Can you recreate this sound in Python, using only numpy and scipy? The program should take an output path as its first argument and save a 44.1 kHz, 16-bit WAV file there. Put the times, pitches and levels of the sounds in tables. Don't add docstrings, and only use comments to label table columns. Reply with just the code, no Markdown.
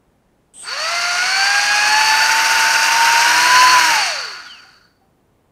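import sys
import numpy as np
from scipy import signal
from scipy.fft import rfft, irfft, next_fast_len
from scipy.io import wavfile
from scipy.ndimage import uniform_filter1d, map_coordinates

SR = 44100
rng = np.random.default_rng(int(sys.argv[2]) if len(sys.argv) > 2 else 0)


def transcribe(signal):
    frames = np.atleast_2d(signal).T
    limited = np.clip(frames, -1, 1)
    pcm = np.round(limited * 32767).astype(np.int16)
    wavfile.write(sys.argv[1], SR, pcm)


N = 243299
TIME = np.arange(N) / SR
BLADE_COUNT = 3


def gain_of(db):
    return 10 ** (np.asarray(db) / 20)


def unit_rms(x):
    return x / np.sqrt(np.mean(x ** 2) + 1e-20)


def curve_at(points, hz):
    f, value = np.transpose(points)
    return np.interp(np.log(hz + 1), np.log(f + 1), value)


def noise(spectrum):
    size = next_fast_len(N)
    shape = gain_of(curve_at(spectrum, np.fft.rfftfreq(size, 1 / SR)))
    return unit_rms(irfft(rfft(rng.standard_normal(size)) * shape, size)[:N])


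def wander(rate_hz):
    knots = rng.standard_normal(4096)
    return unit_rms(map_coordinates(knots, [TIME[::16] * rate_hz], order=3, mode="wrap").repeat(16)[:N])


def resonate(x, hz, width_hz, stages=1):
    for _ in range(stages):
        x = signal.lfilter(*signal.iirpeak(hz, hz / width_hz, fs=SR), x)
    return x


def filtered(x, order, hz, kind):
    return signal.sosfilt(signal.butter(order, hz, kind, fs=SR, output="sos"), x)


def tone(turns, multiple, flutter_db, jitter):
    amplitude = np.sqrt(2) * gain_of(flutter_db * wander(45))
    return amplitude * np.sin(2 * np.pi * multiple * turns + jitter * wander(70))


def power_law(pace, power, knee):
    rise = (pace / knee) ** power
    return rise / np.sqrt(1 + rise ** 2)


def run_down(from_s=4.343, over_s=0.24):
    return np.clip((TIME - from_s) / over_s, 0, 1)


def room_tone():
    # (frequency [Hz], relative level [dB])
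    spectrum = [(15, -27), (25, -1), (53, -2.5), (110, -2.5), (148, -1), (215, -1.5), (741, -10.5),
                (826, -10), (1410, -18), (4380, -30.5), (10900, -32.5), (14300, -38.5), (15500, -34)]
    return gain_of(-59) * noise(spectrum)


def drive_squeal(onset_s=0.538, peak_s=0.631, swell_db_per_s=150, fade_db_per_s=293):
    # (frequency [Hz], relative level [dB])
    spectrum = [(500, -29), (2200, -35), (3200, -18), (4400, -36.5), (7300, -25), (8300, -12), (9300, -25),
                (15000, -52)]
    pair = resonate(noise(spectrum), 8110, 55) + resonate(noise(spectrum), 8330, 59.9)
    late = TIME - peak_s
    swell = (TIME > onset_s) * gain_of(-35 + np.minimum(swell_db_per_s * late, -fade_db_per_s * late))
    return swell * (gain_of(2.5) * unit_rms(pair) + gain_of(-1.5) * noise(spectrum))


def chassis_pings(hz=770, t60=0.2, attack_s=0.0092):
    # (time [s], level [dB])
    pings = [(0.575, -48), (4.645, -42), (5.012, -46)]
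    ages = [(np.maximum(TIME - s, 0), db) for s, db in pings]
    return sum(gain_of(db - 60 * t / t60) * (1 - np.exp(-t / attack_s)) * np.sin(2 * np.pi * hz * t)
               for t, db in ages)


def shaft_speed(start_s=0.595, stop_s=5.02, drag_per_s=1.15):
    # (time [s], shaft speed [turns/s])
    throttle = [(0.66, 121.7), (0.72, 171.8), (0.82, 209.1), (0.93, 229.6), (1.18, 237.6), (1.33, 255.4),
                (1.53, 269.8), (1.84, 278.5), (2.0, 289.5), (2.25, 293.8), (2.38, 299.7), (2.82, 299.5),
                (2.97, 306.9), (3.2, 309.0), (3.53, 334.6), (3.73, 337.2), (3.9, 314.6), (3.98, 286.1),
                (4.09, 228.8)]
    times, speeds = np.transpose([(start_s, 0)] + list(throttle))
    remaining_s = stop_s - np.clip(TIME, times[-1], stop_s)
    coast = np.tan(drag_per_s * remaining_s) / np.tan(drag_per_s * (stop_s - times[-1]))
    return abs(uniform_filter1d(np.interp(TIME, times, speeds) * coast, size=1500))


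def shell(x):
    # (frequency [Hz], bandwidth [Hz], gain [dB])
    modes = [(1450, 110, 0), (2850, 200, -14), (3860, 90, -10), (4280, 90, -6), (4550, 85, 2.5),
             (5150, 160, -16), (6360, 250, -19), (8250, 300, -24), (11500, 120, -28)]
    return sum(gain_of(db) * resonate(x, hz, width) for hz, width, db in modes)


def bearing_rasp(turns, pace):
    # (frequency [Hz], relative level [dB])
    rasp_spectrum = [(300, -33), (1200, 0.5), (2600, -15), (3450, -18), (4300, -1.5), (5100, -1),
                     (5700, 1.5), (6600, -2), (7400, -11.5), (8400, -8), (10000, -13.5), (11800, -22.5),
                     (13500, -22), (15500, -32)]
    knock_spectrum = [(500, -12.5), (1400, 0.5), (2300, -7), (3400, -8), (4500, 2.5), (5300, -14),
                      (12000, -11)]
    grain = gain_of(wander(700) + 1.1 * wander(80)) * (1 + 0.13 * np.cos(2 * np.pi * turns))
    scrape = noise(rasp_spectrum) * grain
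    dull = filtered(noise(rasp_spectrum) * grain, 3, 6800, "lowpass")
    hiss = pace * scrape + np.sqrt(1 - pace ** 2) * dull
    knocks = noise(knock_spectrum) * grain
    ring = unit_rms(shell(knocks) + gain_of(-8) * resonate(knocks, 1500, 700))
    ring *= gain_of(1.2 * wander(45))
    hiss_gain = gain_of(-18 + 1.5 * run_down()) * power_law(pace, power=2.83, knee=0.94)
    rattle_gain = gain_of(-31 + run_down()) * power_law(pace, power=4, knee=0.37)
    creep_gain = gain_of(-49) * run_down() * power_law(pace, power=1.96, knee=0.11)
    return hiss_gain * hiss + rattle_gain * ring + creep_gain * (ring + gain_of(-16) * scrape)


def motor_whine(turns, pace, can_hz=4470, can_width_hz=380):
    # (shaft order [1], relative level [dB])
    orders = [(11.6, -2), (12.97, 2.5), (13.38, -2), (15.48, 1.5), (16.03, -5), (17.3, 4), (18.68, -8),
              (19.34, -4), (21.62, 2), (23.65, -7), (25.95, -3), (27.5, -2), (31.4, -4), (36, -7)]
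    tones = sum(gain_of(db) * tone(turns, k, flutter_db=2, jitter=0.4) for k, db in orders)
    whine = gain_of(-28 - 2 * run_down()) * power_law(pace, power=5, knee=0.43) * tones
    can = resonate(whine, can_hz, can_width_hz, stages=2)
    leak = filtered(whine, 2, (3400, 6200), "bandpass") * pace ** 2
    return can + gain_of(-11) * shell(whine) + gain_of(-13) * leak


def airflow(pace):
    return gain_of(-16) * power_law(pace, power=2.65, knee=1.166)


def at_speed(pace):
    return power_law(pace, power=41, knee=0.862)


def air_rush(turns, pace, flutter_hz=22):
    # (frequency [Hz], relative level [dB])
    rush_spectrum = [(30, -49.5), (80, -40), (120, -16.5), (175, -16), (240, -25.5), (420, -11.5),
                     (540, -14.5), (660, -1.5), (1050, 1), (1350, 2.5), (1600, 5.5), (1950, 3.5),
                     (2800, 5.5), (3350, -7), (5000, -10.5), (15000, -47)]
    high_hiss_spectrum = [(6000, -39), (9500, 1.5), (11900, -12), (12400, 4), (13400, 4.5), (14000, -14),
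                          (15400, -9.5)]
    gusts = gain_of(0.53 * wander(60) + wander(500))
    pulses = 1 + 0.11 * np.cos(2 * np.pi * BLADE_COUNT * turns)
    rush = gain_of(4) * noise(rush_spectrum)
    roar = gain_of(2.5) * pace ** 6 * unit_rms(resonate(noise(rush_spectrum), 1600, 220))
    flutter = 1 + 0.5 * np.cos(2 * np.pi * flutter_hz * TIME + 1.8 * wander(8))
    buzz = unit_rms(flutter * resonate(rng.standard_normal(N), 1475, 95, stages=2))
    buzz *= gain_of(-22 - 12 * run_down(from_s=3.5, over_s=0.5))
    high_hiss = gain_of(-37.5) * noise(high_hiss_spectrum)
    return gusts * pulses * (airflow(pace) * (rush + roar) + at_speed(pace) * (buzz + high_hiss))


def blade_tones(turns, pace):
    # (frequency [Hz], gain [dB])
    duct = [(420, 2), (530, -2), (633, 2), (730, -4), (777, 1), (830, -3), (878, 6), (898, -0.5),
            (930, 7.5), (970, 1.5), (1008, 5.5)]
    # (harmonic [1], full level [dB], speed exponent [1], change when faded [dB])
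    harmonics = [(2, -15.5, 4.73, -18), (3, -23.5, 3.0, -8)]
    # (shaft order [1], level relative to the airflow [dB])
    orders = [(1, -19.5), (2, -24.5), (4, -21.5), (12, -15)]
    passes = BLADE_COUNT * turns
    passing_hz = np.gradient(passes) * SR
    strength = gain_of(-20 + curve_at(duct, passing_hz)) * power_law(pace, power=4.84, knee=0.86)
    fundamental = strength * tone(passes, 1, flutter_db=1, jitter=0.15)
    faded = np.maximum(at_speed(pace) ** 4, run_down(from_s=3.6, over_s=0.15))
    overtones = sum(gain_of(db + fade_db * faded) * power_law(pace, power, knee=0.88)
                    * tone(passes, round(k), flutter_db=1.7, jitter=0.3)
                    for k, db, power, fade_db in harmonics)
    unbalance = sum(gain_of(db) * tone(turns, round(k), flutter_db=2.1, jitter=0.31) for k, db in orders)
    return fundamental + overtones + airflow(pace) * pace ** 6 * unbalance


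def table_hum(turns, pace):
    return gain_of(-47.5) * pace ** 14 * tone(turns / 3, 1, flutter_db=2, jitter=0.5)


def drive_whine():
    whine = unit_rms(resonate(rng.standard_normal(N), 14700, 150, stages=2))
    return whine * run_down() * gain_of(-78 - 9 * abs(TIME - 4.5))


def motor_whistle(turns, pace):
    peak = np.exp(-((pace - 0.243) / 0.036) ** 2)
    skirt = gain_of(-18) * np.exp(-((pace - 0.26) / 0.09) ** 2)
    return gain_of(-40) * run_down() * (peak + skirt) * tone(turns, 37, flutter_db=2.2, jitter=1.1)


def reverberation(x):
    # (frequency [Hz], reverberation time [s])
    t60 = [(200, 0.57), (1500, 0.55), (5000, 0.63), (14000, 0.17)]
    hz, t, spectra = signal.stft(rng.standard_normal(SR // 2), SR, nperseg=256)
    decay = gain_of(-60 * t / curve_at(t60, hz)[:, None]) * (t > 0.005)
    tail = signal.istft(spectra * decay, SR, nperseg=256)[1]
    return signal.fftconvolve(x, tail / np.linalg.norm(tail))[:N]


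def scene():
    speed = shaft_speed()
    turns, pace = np.cumsum(speed) / SR, speed / speed.max()
    fan = blade_tones(turns, pace) + air_rush(turns, pace) + bearing_rasp(turns, pace)
    fan += motor_whine(turns, pace) + motor_whistle(turns, pace) + table_hum(turns, pace)
    fan += drive_squeal() + drive_whine() + chassis_pings()
    fan = filtered(fan, 1, 85, "highpass")
    mono = fan + gain_of(-11.5) * reverberation(fan) + room_tone()
    return np.array([mono, mono])


def record(dry):
    lowpass = signal.firwin(511, 15700, window=("kaiser", 9), fs=SR)
    return signal.oaconvolve(np.clip(dry, -1, 1), lowpass[None], "same")


dry = scene()
out = record(dry)
transcribe(out)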